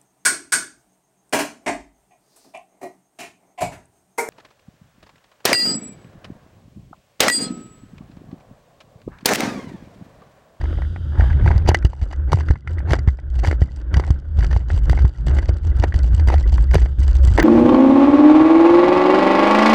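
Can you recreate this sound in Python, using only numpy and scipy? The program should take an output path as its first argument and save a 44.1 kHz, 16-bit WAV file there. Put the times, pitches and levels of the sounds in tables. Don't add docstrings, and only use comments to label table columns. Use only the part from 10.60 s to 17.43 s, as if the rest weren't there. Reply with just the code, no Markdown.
import sys
import numpy as np
from scipy import signal
from scipy.fft import rfft, irfft, next_fast_len
from scipy.io import wavfile
from scipy.ndimage import uniform_filter1d, map_coordinates

SR = 44100
rng = np.random.default_rng(int(sys.argv[2]) if len(sys.argv) > 2 else 0)


def gain_from_db(level_db):
    decades = np.asarray(level_db, float) / 20
    return 10 ** decades


def master_out(mix):
    frames = np.transpose(np.atleast_2d(mix))
    ceiling = np.clip(frames, -1, 1)
    pcm = np.round(ceiling * 32767).astype(np.int16)
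    wavfile.write(sys.argv[1], SR, pcm)


N = 301203

# time in seconds, level in dB.
SWAY = [(0.0, -20), (0.3, -19), (0.566, -15.5), (0.59, -13), (1.1, -16.5), (1.3, -8), (1.85, -21),
        (2.45, -21), (2.76, -15.5), (3.4, -15.5), (3.8, -15), (4.4, -13.5), (5.2, -13.5), (6.83, -10)]
# time in seconds, sway pitch in Hz, flutter level in dB.
SWAY_PITCH = [(0.0, 74.1, -36), (0.36, 74.9, -35), (0.44, 87.1, -37), (1.01, 76.8, -31),
              (1.46, 62.7, -46.5), (1.58, 73.9, -41), (2.38, 72.8, -35), (2.55, 55.3, -44),
              (3.5, 68.1, -39), (4.37, 57.7, -39.5), (5.23, 74.1, -38.5), (6.83, 56.4, -39)]
# quietest time in seconds, depth in dB, recovery in seconds.
LULLS = [(0.351, 10.5, 0.37), (1.203, 12.5, 0.17), (1.338, 24, 0.21), (1.501, 7.5, 0.23),
         (2.018, 27.5, 0.083), (2.587, 16.5, 0.16), (3.102, 14.5, 0.37), (3.439, 7.5, 0.24),
         (3.618, 16, 0.19), (4.049, 12, 0.06), (4.547, 25.5, 0.059), (4.64, 12, 0.026), (4.85, 8.5, 0.053),
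         (4.999, 10.5, 0.11), (5.32, 7.5, 0.043), (6.3, 4, 0.024), (6.361, 16, 0.024), (2.975, 5.5, 0.045),
         (6.815, 6.5, 0.091)]
CALM_S, TYRE_CALM = 0.086, 0.66
FLUTTER_LOAD = 0.4
# time in seconds, signed peak of full scale, pitch in Hz.
JOLTS = [(0.594, -.87, 70), (0.623, .65, 66), (0.844, .58, 100), (0.876, -.76, 85), (0.91, -.63, 75),
         (0.96, -.75, 80), (1.092, -.75, 85), (1.247, .95, 72), (1.424, .4, 66), (1.743, .47, 100),
         (1.903, .9, 72), (2.321, -.52, 70), (2.476, .93, 76), (2.88, .56, 83), (3.018, .9, 78),
         (3.339, -.45, 75), (3.37, -.69, 74), (3.504, .82, 78), (3.787, -.72, 64), (3.962, -.65, 70),
         (4.14, .46, 80), (4.305, .71, 72), (4.445, .92, 76), (4.893, -.69, 72), (5.198, .67, 70),
         (5.358, -.61, 68), (5.541, .68, 70), (5.68, -.7, 66), (5.941, -.65, 58), (6.162, -.71, 75),
         (6.395, -.57, 66), (6.642, .66, 70), (6.676, .7, 70), (6.714, .59, 70), (6.748, .53, 62)]
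STOP_SHARE, STOP_S = 0.9, 0.018
DOWN_DAMPING = 0.89
WIND_UP, WIND_UP_S = 0.51, 0.008
RELEASE_PEAK, SOFTEN_S = 0.78, 0.0029

# centre in Hz, width in Hz, gain in dB.
TUBE = [(333, 135, 4.5), (861, 255, 2)]
# centre in Hz, width in Hz, gain in dB.
CASE = [(1426, 366, -6.5), (1996, 252, -1), (2017, 35, -5.5)]
# centre in Hz, width in Hz, gain in dB.
SHELL = [(2910, 205, 5.5), (3520, 1860, -4.5), (4710, 250, 4.5), (5950, 470, -3)]
# centre in Hz, width in Hz, gain in dB.
LATCH = [(7600, 680, 1.5), (9700, 390, 0.5), (10700, 1500, -2)]
# centre in Hz, width in Hz, gain in dB.
LIP = [(2980, 650, -2.5), (4600, 670, 0.5), (6140, 1000, -3.5)]

# time in seconds, peak in dB, tube in dB, shell in dB.
CLACKS = [(1.062, -29.5, -4.5, -12.5), (1.1452, -9.5, -5, -3), (1.719, -24, 3, 0.5), (1.885, -24, -3, -13),
          (1.9066, -26.5, 7.5, -4.5), (2.306, -22, -2, -3), (2.3329, -15, 6, -4.5), (2.341, -24, 5.5, -6),
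          (2.352, -29.5, -1, -10), (2.4845, -30.5, 12, -3), (2.847, -18, -4.5, -17),
          (2.872, -22.5, -2.5, 0), (2.912, -22.5, 1, -11), (3.341, -19, 2, -4.5), (3.397, -25, 8, -5),
          (3.806, -30.5, -9, -6), (3.844, -26, -2, -4.5), (3.929, -29, -1, -6.5), (4.2958, -22, 5.5, -0.5),
          (4.786, -25.5, 2.5, -5), (5.225, -31, 4, -14), (5.341, -28.5, -1, -1), (5.6849, -19.5, -5, -6),
          (6.1103, -32, 1, -19), (6.777, -15, 2, -5), (6.7987, -11.5, 2.5, -2.5),
          (6.8254, -10.5, -11, -20.5)]
# time in seconds, peak in dB.
RAPS = [(0.012, -34), (0.843, -38), (1.414, -38), (1.511, -37.5), (1.529, -33), (1.806, -31), (2.292, -40),
        (2.3871, -35), (2.475, -32), (3.0167, -31), (3.911, -31.5), (4.389, -30.5), (4.669, -33.5),
        (4.7675, -33.5), (4.827, -36), (5.595, -33.5), (5.7174, -37), (6.18, -29.5), (6.216, -34),
        (6.48, -37)]
# time in seconds, peak in dB, tube in dB.
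PINGS = [(0.153, -43, -16), (0.219, -29.5, 0), (0.248, -37.5, -23), (0.361, -30.5, -2), (0.607, -20.5, -6),
         (0.702, -28, -12), (0.728, -27.5, -19), (0.8613, -30, 10), (0.876, -16.5, -16), (0.913, -21, -5),
         (1.106, -21, -21), (1.2245, -30, -6), (1.2547, -27, -12), (2.074, -21, -13), (2.183, -29.5, -11),
         (2.9273, -27, 8.5), (3.4372, -26.5, -2.5), (3.826, -26.5, -7), (4.1018, -23.5, -4),
         (4.3745, -25, 0), (5.323, -28, -10.5), (5.779, -33.5, -11), (6.137, -18, -6), (6.785, -19.5, 12),
         (6.793, -12.5, 5.5)]
# time in seconds, peak in dB, shell in dB.
THUDS = [(0.039, -27.5, -12), (0.1276, -28.5, -29), (0.186, -29, -26), (0.5964, -19.5, -19.5),
         (0.62, -25.5, -38), (0.64, -25.5, -32.5), (0.673, -35, -49), (0.906, -21.5, -38),
         (0.94, -26.5, -42.5), (1.115, -17.5, -22), (1.332, -31, -31), (1.437, -34.5, -12),
         (1.7304, -7, -15.5), (1.772, -24.5, -29), (1.788, -23, -24.5), (2.365, -26, -25),
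         (3.3773, -21, -39), (3.5045, -22, -9.5), (3.787, -33, -4), (3.963, -21, -17), (4.3299, -17.5, -27),
         (4.45, -22.5, -16), (4.702, -27.5, -35), (4.8905, -16.5, -13.5), (5.2377, -10.5, -16.5),
         (5.7014, -14, -15), (5.74, -13, -12.5), (5.981, -16.5, -29), (6.153, -4.5, -15),
         (6.2592, -21, -20)]
# time in seconds, peak in dB, tube in dB.
TICKS = [(0.9787, -29, -2), (1.0892, -12.5, 4.5), (1.249, -19.5, 1.5), (2.3212, -21, -36.5),
         (2.7906, -32, 0.5), (2.863, -27.5, -30), (3.368, -24, 0.5), (4.682, -27.5, 5.5),
         (5.545, -33.5, -2), (5.674, -26.5, 0), (6.1436, -17, 4.5), (6.647, -40, -23), (6.678, -30.5, 7)]
# time in seconds, peak in dB.
NUDGES = [
    (0.055, -36),
    (0.097, -42),
    (0.174, -39),
    (0.232, -42),
    (0.769, -41),
    (0.81, -35),
    (1.956, -37),
    (2.203, -36.5),
    (2.587, -37.5),
    (5.758, -34.5),
]
CLACK_S, RAP_S, PING_S, THUD_S, TICK_S, NUDGE_S = 0.0015, 0.0023, 0.0012, 0.0015, 0.0012, 0.0018
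RAP_TUBE_DB, RAP_SHELL_DB, NUDGE_TUBE_DB, NUDGE_SHELL_DB = 3, -5, 1, -28.5
PING_SHELL_DB, THUD_CASE_DB, TICK_CASE_DB = -18, 13, 7

# start in seconds, length in seconds, level in dB.
RATTLES = [(1.058, 0.075, -55.5), (1.257, 0.13, -48.5), (1.416, 0.11, -51.5), (1.72, 0.095, -51),
           (1.85, 0.13, -53), (2.077, 0.056, -52.5), (2.289, 0.053, -42), (2.75, 0.06, -53.5),
           (2.832, 0.094, -46.5), (2.988, 0.22, -52.5), (3.357, 0.2, -55.5), (3.79, 0.23, -50.5),
           (4.079, 0.094, -48), (4.23, 0.37, -52.5), (4.664, 0.33, -52.5), (5.028, 0.052, -50.5),
           (5.147, 0.16, -50.5), (5.341, 0.043, -50.5), (5.424, 0.068, -51), (5.539, 0.048, -52),
           (5.674, 0.15, -51.5), (5.877, 0.146, -48.5), (6.103, 0.18, -49), (6.388, 0.21, -50.5),
           (6.636, 0.23, -47.5)]
REST_DB, REST_DB_PER_S, TIRE_DB_PER_S, SETTLE_DB_PER_S = -74, 1.7, 10, 500

# time in seconds, peak in dB.
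LIP_EARLY = [(1.1704, -36), (1.1875, -37), (1.226, -46.5), (1.4287, -42), (1.4335, -46), (1.5255, -36),
             (1.74, -39), (1.757, -34), (1.8, -41), (2.19, -43.5), (2.294, -38.5), (2.3414, -37),
             (2.3536, -37), (2.3636, -41), (2.3903, -33.5), (2.478, -50), (2.7583, -42), (2.789, -39.5),
             (2.798, -31.5), (2.8382, -36), (2.84, -37), (2.8494, -26.5), (2.8557, -28.5), (2.887, -36.5),
             (2.893, -44), (2.9137, -33), (3.009, -40), (3.0187, -39), (3.3916, -44), (3.401, -37),
             (3.466, -39), (3.4762, -42), (3.5055, -27), (3.7914, -40), (3.847, -32), (3.8655, -34),
             (3.9172, -44), (3.928, -35), (3.965, -41), (3.9724, -41), (3.9933, -45), (4.1104, -35.5),
             (4.138, -46), (4.1446, -42), (4.156, -43.5), (4.169, -46), (4.253, -43), (4.3126, -33),
             (4.3216, -34.5), (4.35, -38), (4.356, -40), (4.3967, -45), (4.4217, -37.5),
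             (1.5618, -47), (2.0068, -54), (2.1321, -49), (2.4309, -53), (2.5047, -45), (2.5144, -49),
             (2.5234, -56), (2.5314, -54), (2.5716, -51), (2.599, -47.5), (2.7007, -46), (2.7357, -54),
             (2.7432, -46), (3.073, -54), (3.102, -52), (3.1183, -44), (3.1603, -41.5), (3.2145, -44.5),
             (3.4481, -37), (3.5892, -49), (3.5984, -49), (3.7717, -46)]
# time in seconds, peak in dB, latch over shell in dB.
LIP_AT_SPEED = [(4.665, -36, -2), (4.6707, -41, 4.5), (4.6852, -44, -15), (4.6951, -37, -6), (4.7422, -42, -8),
                (4.7478, -41, 1), (4.755, -42, -5.5), (4.7715, -46, -4), (4.787, -45, -15.5), (4.8209, -42, -6),
                (4.857, -33.5, -34), (4.8861, -29, -23), (4.8954, -45, -11), (4.9423, -44, -20),
                (4.969, -45, -4), (4.9843, -44, -10), (5.0508, -38, -11), (5.07, -37, -8), (5.166, -41, -1),
                (5.1985, -30, -9), (5.225, -36, -22), (5.2803, -41, -7), (5.2868, -43, -18), (5.3413, -46, -7),
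                (5.3607, -34, -7.5), (5.3797, -42.5, -8), (5.3894, -30, -10), (5.4322, -37, -6),
                (5.4403, -45, -5.5), (5.4523, -45, -15), (5.465, -41, -6), (5.477, -42, -4), (5.548, -36.5, 5),
                (5.5554, -46, -8), (5.564, -42, -4.5), (5.596, -37, -25),
                (5.6726, -37, -3), (5.7328, -34, -24), (5.754, -44, -1), (5.7814, -36, -13), (5.792, -43, -7),
            (5.8, -36, -9), (5.807, -38, -10), (5.827, -39, -6), (5.8869, -42.5, -15), (5.8968, -41, -18),
            (5.9213, -38, -6), (5.9407, -31, -16), (5.9497, -38, -6), (5.958, -37, -18), (5.976, -46, 2),
            (5.997, -47, -9.5), (6.0084, -39, -7), (6.0262, -40, 8), (6.0406, -35, -8.5),
            (6.1116, -33, -25), (6.134, -33.5, -5.5), (6.1735, -40, -14), (6.189, -38, -21),
            (6.192, -42, -9.5), (6.197, -32, -8), (6.2036, -38, 1), (6.2176, -41, -2), (6.2524, -42, 0),
            (6.3942, -38, -2), (6.402, -34, -6), (6.4102, -48, -6), (6.431, -35, -7), (6.4368, -40, -5),
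            (6.479, -30.5, -7), (6.509, -43, -11), (6.514, -38.5, -3), (6.531, -35.5, -11),
            (6.5523, -31.5, -2.5), (6.5667, -33.5, -8), (6.584, -40, -17), (6.631, -38, -7), (6.65, -30, 2),
            (6.6742, -33.5, 2), (6.7001, -46, 6), (6.7066, -46, -15.5), (6.714, -36, -6),
            (6.72, -42.5, -14), (6.728, -42, -7.5), (6.737, -33, -3), (6.7425, -41, -16), (6.748, -40, -10),
            (6.7544, -39, 1), (6.763, -32, -8)]
LIP_S, LIP_LATCH_DB, LIP_CASE_DB = 0.00087, -9.5, 0.5

# time in seconds, peak in dB.
RINGS = [(1.149, -17.5), (2.022, -57), (3.06, -53), (3.088, -47), (4.0, -51), (4.549, -50), (5.115, -43),
         (5.4, -42), (5.837, -36), (6.085, -45), (6.42, -39), (6.682, -34)]
RING_HZ, RING_RISE_S, RING_FALL_S = 1980, 0.0057, 0.0041
# start in seconds, peak in dB, pitch in Hz, length in seconds.
HUMS = [
    (0.823, -15.5, 145, 0.06),
    (1.713, -13, 140, .045),
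    (2.292, -14, 130, .05),
    (3.348, -19, 145, 0.055),
    (4.275, -17.5, 150, 0.049),
    (6.124, -15, 155, 0.059),
    (6.505, -41, 570, .04),
    (6.589, -36, 570, 0.077),
]
# centre in Hz, width in Hz, gain in dB.
CREAK = [(820, 140, 4), (1680, 160, 3.5), (4770, 100, -15.5)]
CREAK_S, CREAK_LENGTH_S, CREAK_DB = 0.515, 0.22, -34.5

# start in seconds, length in seconds, level in dB, extra tyre load in dB.
SCRAPES = [(0.528, 0.27, -39.5, -5), (0.767, 0.28, -34, 4.5), (1.071, 0.037, -18, 14.5),
           (1.683, 0.062, -31.5, 6.5), (2.255, 0.14, -30.5, 11.5), (2.83, 0.024, -27.5, 17.5),
           (3.306, 0.27, -39.5, 20.5), (3.749, 0.38, -55, 12.5), (4.251, 0.075, -62, 12.5),
           (4.667, 0.22, -40.5, 12.5), (5.21, 0.054, -32.5, -3), (5.653, 0.12, -33, -7.5),
           (6.127, 0.049, -25.5, 3.5), (6.777, 0.036, -25.5, 22.5)]
LOAD_LAG_S, LOAD_RISE_S, LOAD_FALL_S = 0.032, 0.033, 0.17
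# time in seconds, level in dB.
ROLL = [(0.0, -44), (0.38, -47.5), (0.9, -41), (1.25, -47), (2.6, -50.5), (3.6, -51.5), (4.7, -48),
        (5.5, -43), (6.3, -47), (6.83, -42)]
# frequency in Hz, density in dB per Hz.
TYRE_SPECTRUM = [(110, -22.5), (200, -11.5), (329, 0), (441, -14.5), (555, -9), (675, -18), (1130, -22),
                 (1530, -14), (2370, -36.5), (3500, -37), (4550, -58), (7700, -120)]
# time in seconds, level in dB.
WHIRR = [(0, -57), (2, -72), (3.7, -67), (5.4, -69), (6.83, -62.5)]
# centre in Hz, width in Hz, gain in dB.
WHIRR_BAND = [(1400, 260, 0)]
# time in seconds, level in dB.
WASH = [(0, -55.5), (.5, -57.5), (.65, -53.5), (1.05, -59), (1.25, -80), (6.83, -64)]
# frequency in Hz, density in dB per Hz.
HALL_SPECTRUM = [(2300, -22), (2600, -11.5), (3050, 1.5), (3800, -3.5), (4250, -16.5), (4750, -5),
                 (5200, -12.5), (9000, -17), (12300, -16), (14500, -32)]
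FULL_SCALE = 0.99


def unit(x):
    return x / np.sqrt(np.mean(x ** 2) + 1e-20)


def curves(rows):
    s, *columns = np.transpose(rows)
    return [np.interp(np.arange(N) / SR, s, column) for column in columns]


def wobble(rate_hz):
    knots = rng.standard_normal(int(N * rate_hz / SR) + 4)
    return map_coordinates(knots, [np.arange(N) * rate_hz / SR])


def filtered(x, response):
    m = next_fast_len(N + SR // 2)
    return irfft(rfft(x, m) * response(np.fft.rfftfreq(m, 1 / SR)), m)[:N]


def resonate(x, modes):
    def response(f):
        return sum((-1) ** k * gain_from_db(db) * 1j * f * width / (hz * hz - f * f + 1j * f * width)
                   for k, (hz, width, db) in enumerate(modes))
    return filtered(x, response)


def hiss(spectrum):
    hz, db = np.transpose(spectrum)
    return unit(filtered(rng.standard_normal(N), lambda f: gain_from_db(np.interp(np.log(f + 1), np.log(hz), db))))


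def bursts(times_s, lengths_s, dbs):
    k = np.arange(SR // 25)
    u = k / (np.clip(lengths_s, .0003, .008)[:, None] * SR)
    shape = np.sqrt(u) * np.exp(-u)
    grit = shape * rng.standard_normal(shape.shape)
    gain = gain_from_db(dbs) * np.linalg.norm(shape, axis=1) / np.linalg.norm(grit, axis=1)
    rows = gain[:, None] * grit
    at = np.round(times_s * SR).astype(int)[:, None] + k
    return np.bincount(at.ravel(), rows.ravel(), N + len(k))[:N]


def boom(calm_db, load_db):
    hz, flutter_db = curves(SWAY_PITCH)
    sway_db = curves(SWAY)[0] + calm_db
    phase = 2 * np.pi * np.cumsum(hz * (1 + .12 * wobble(18))) / SR
    swing = gain_from_db(3 * wobble(21)) * np.sin(phase)
    slow = filtered(rng.standard_normal(N), lambda f: 1 / (1 + (f / 72) ** 6))
    bumps = resonate(slow, [(56.5, 22, 0)])
    bending = resonate(resonate(rng.standard_normal(N), [(114.9, 35, 0)]), [(123.0, 100, 0)])
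    bending = unit(gain_from_db(2.2 * wobble(12)) * bending)
    flutter = gain_from_db(flutter_db + FLUTTER_LOAD * load_db + .5 * sway_db + 14.0) * bending
    sway = unit(swing) + .6 * unit(bumps)
    spread = np.abs(uniform_filter1d(sway ** 2, size=3500)) + .05
    return gain_from_db(sway_db) * unit(sway / spread ** 0.33) + flutter


def lulls():
    t = np.arange(N) / SR
    return -sum(np.interp(t, [s - CALM_S, s, s + back_s], [0, depth_db, 0]) for s, depth_db, back_s in LULLS)


def stopped():
    t = np.arange(N) / SR
    stops = [np.interp(t, [s - STOP_S / 2, s, s + STOP_S / 2, s + 2 * STOP_S], [0, 1, 1, 0])
             for s, *_ in JOLTS]
    return 1 - STOP_SHARE * np.max(stops, axis=0)


def jolts():
    out, t = np.zeros(N + SR), np.arange(SR // 6) / SR
    lead = np.sin(np.pi * np.arange(round(WIND_UP_S * SR)) / (WIND_UP_S * SR)) ** 2
    for s, peak, hz in JOLTS:
        padded = peak < RELEASE_PEAK
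        cycles = 0.86 * hz * t + .16 * (1 - np.exp(-t / 0.0035))
        life_s = t / (DOWN_DAMPING if peak < 0 else 1)
        decay = np.exp(-life_s / 0.0062) + 0.25 * np.exp(-life_s / 0.023)
        ring = np.sin(2 * np.pi * cycles) * decay * (1 - np.exp(-t / 0.0034))
        shove = np.append(-WIND_UP * padded * lead, ring / ring.max())
        if padded:
            shove = uniform_filter1d(shove, size=round(SOFTEN_S * SR))
        out[round(s * SR) - len(lead):][:len(shove)] += peak * shove / shove.max()
    return out[:N]


def contacts():
    return ([(s, db, tube, shell, CLACK_S) for s, db, tube, shell in CLACKS]
            + [(s, db, RAP_TUBE_DB, RAP_SHELL_DB, RAP_S) for s, db in RAPS]
            + [(s, db, NUDGE_TUBE_DB, NUDGE_SHELL_DB, NUDGE_S) for s, db in NUDGES]
            + [(s, db, tube, PING_SHELL_DB, PING_S) for s, db, tube in PINGS]
            + [(s, db - THUD_CASE_DB, THUD_CASE_DB, shell + THUD_CASE_DB, THUD_S) for s, db, shell in THUDS]
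            + [(s, db - TICK_CASE_DB, tube + TICK_CASE_DB, TICK_CASE_DB, TICK_S) for s, db, tube in TICKS])


def knocks(table, boost_db):
    s, db, tube_db, shell_db, length_s = np.transpose(table)
    s, db = s - .3 * length_s, db + boost_db
    tube = 0
    for k, shift in enumerate([.93, 1, 1.08]):
        hits = bursts(s[k::3], 0.71 * length_s[k::3], (db + tube_db)[k::3] + 25.5)
        tube = tube + resonate(hits, [(hz * shift, width, gain) for hz, width, gain in TUBE])
    case = resonate(bursts(s, 1.83 * length_s, db + 27.0), CASE)
    shell = resonate(bursts(s, 1.61 * length_s, db + shell_db + 16.0), SHELL)
    latch_db = 1.25 * (db + shell_db) + 15.0 + 3 * rng.standard_normal(len(s))
    latch = resonate(bursts(s, 0.88 * length_s, latch_db), LATCH)
    return tube + case + shell + latch


def play():
    t = np.arange(N) / SR
    opened = []
    for s, length_s, db in RATTLES:
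        settling = SETTLE_DB_PER_S * np.maximum(t - s - length_s, 0)
        opened.append(np.where(t < s, REST_DB, db - TIRE_DB_PER_S * (t - s) - settling))
    return np.maximum(REST_DB + REST_DB_PER_S * t, np.max(opened, axis=0))


def chatter(sway, level_db):
    slots = N // 100 + 1
    luck = np.clip(rng.standard_normal((4, slots)), -2, 1.2)
    smooth = np.abs(uniform_filter1d(sway, size=40))
    turns = signal.find_peaks(smooth, distance=110)[0]
    s, db = np.zeros(slots), np.full(slots, -200.)
    s[turns // 100] = turns / SR
    db[turns // 100] = level_db[turns] + 11 * np.log10(smooth[turns] + 0.0048) + 27
    clumps_db = 1.7 * np.resize(wobble(11.0)[::100], slots)
    s = np.abs(s + 0.0017 * luck[0])
    db = db + 5 * luck[1] + clumps_db
    length_s = .0011 * gain_from_db(3.5 * luck[2])
    ticks = bursts(s, length_s, db)
    latch = resonate(bursts(s, length_s, db + 6 * luck[3] - 6.0), LATCH[:1])
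    return resonate(ticks, SHELL) + gain_from_db(4.0) * resonate(ticks, CASE) + gain_from_db(9) * resonate(ticks, TUBE) + latch


def lip():
    rows = [(s, db, LIP_LATCH_DB) for s, db in LIP_EARLY] + LIP_AT_SPEED
    s, db, latch_db = np.transpose(rows)
    length_s = LIP_S * gain_from_db(3.2 * rng.standard_normal(len(s)))
    ticks = bursts(s, length_s, db + 15.5)
    latch = bursts(s, length_s, db + latch_db + 20.0)
    return resonate(ticks, LIP) + gain_from_db(LIP_CASE_DB) * resonate(ticks, CASE) + resonate(latch, LATCH[:1])


def rings():
    out, t = np.zeros(N + SR), np.arange(SR // 20) / SR
    shape = (1 - np.exp(-t / RING_RISE_S)) * np.exp(-t / RING_FALL_S)
    for s, db in RINGS:
        hz = RING_HZ * (1 + .012 * rng.standard_normal())
        out[round(s * SR):][:len(t)] += gain_from_db(db) * shape / shape.max() * np.sin(2 * np.pi * hz * t)
    return out[:N]


def hums():
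    t, waver_s = np.arange(N) / SR, np.cumsum(1 + 0.052 * wobble(40)) / SR
    out = np.zeros(N)
    for s, db, hz, length_s in HUMS:
        swell = np.sin(np.pi * np.clip((t - s) / length_s, 0, 1)) ** 2
        out += gain_from_db(db) * swell * np.sin(2 * np.pi * hz * waver_s)
    return out


def creak():
    u = np.clip((np.arange(N) / SR - CREAK_S) / CREAK_LENGTH_S, 0, 1)
    slips = gain_from_db(3.8 * wobble(70.56)) * rng.standard_normal(N)
    return gain_from_db(CREAK_DB) * np.sin(np.pi * u) * unit(resonate(slips, CREAK))


def gloves():
    t, level = np.arange(N) / SR, np.zeros(N)
    for s, length_s, db, _ in SCRAPES:
        level += gain_from_db(db) * np.sin(np.pi * np.clip((t - s) / length_s, 0, 1))
    grit = gain_from_db(4.3 * wobble(45) + 5.4 * wobble(160)) * rng.standard_normal(N)
    shell = np.minimum(4 * level, 1) * resonate(grit, SHELL)
    return level * unit(resonate(grit, TUBE) + gain_from_db(-3.5) * resonate(grit, CASE) + shell)


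def push_load():
    t = np.arange(N) / SR - LOAD_LAG_S
    loads = [db * np.exp(np.minimum((t - s) / LOAD_RISE_S, (s - t) / LOAD_FALL_S)) for s, _, _, db in SCRAPES]
    return np.max(loads, axis=0)


def tyres(level_db):
    grit = gain_from_db(1.5 * wobble(14) + 2.8 * wobble(50) + 2.2 * wobble(130))
    return gain_from_db(level_db + 3.5) * unit(grit * hiss(TYRE_SPECTRUM))


def whirr(load_db):
    band = resonate(resonate(rng.standard_normal(N), WHIRR_BAND), WHIRR_BAND)
    return gain_from_db(curves(WHIRR)[0] + 0.13 * load_db + 2.5 * wobble(29)) * unit(band)


def hall():
    return gain_from_db(curves(WASH)[0] + 1.7 * wobble(12)) * hiss(HALL_SPECTRUM)


def scene():
    calm_db, load_db = lulls(), push_load()
    sway = boom(calm_db, load_db) * stopped() + jolts()
    hits = knocks(contacts(), boost_db=-4.0) + chatter(sway, play()) + lip()
    notes = rings() + hums() + creak()
    rolling = gloves() + tyres(curves(ROLL)[0] + load_db + TYRE_CALM * calm_db) + whirr(load_db)
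    return (sway + hits + notes + rolling + hall())[None]


def low_pass(x):
    return signal.sosfilt(signal.butter(12, 15730, fs=SR, output="sos"), x)


def record(dry):
    dull = filtered(dry[0], lambda hz: 1 / (1 + 1j * hz / 11500) ** 4 / (1 + (hz / 15000) ** 24))[None]
    soft = dull / (1 + np.abs(dull / FULL_SCALE) ** 6) ** (1 / 6)
    return low_pass(soft)


dry = scene()
out = record(dry)
master_out(out)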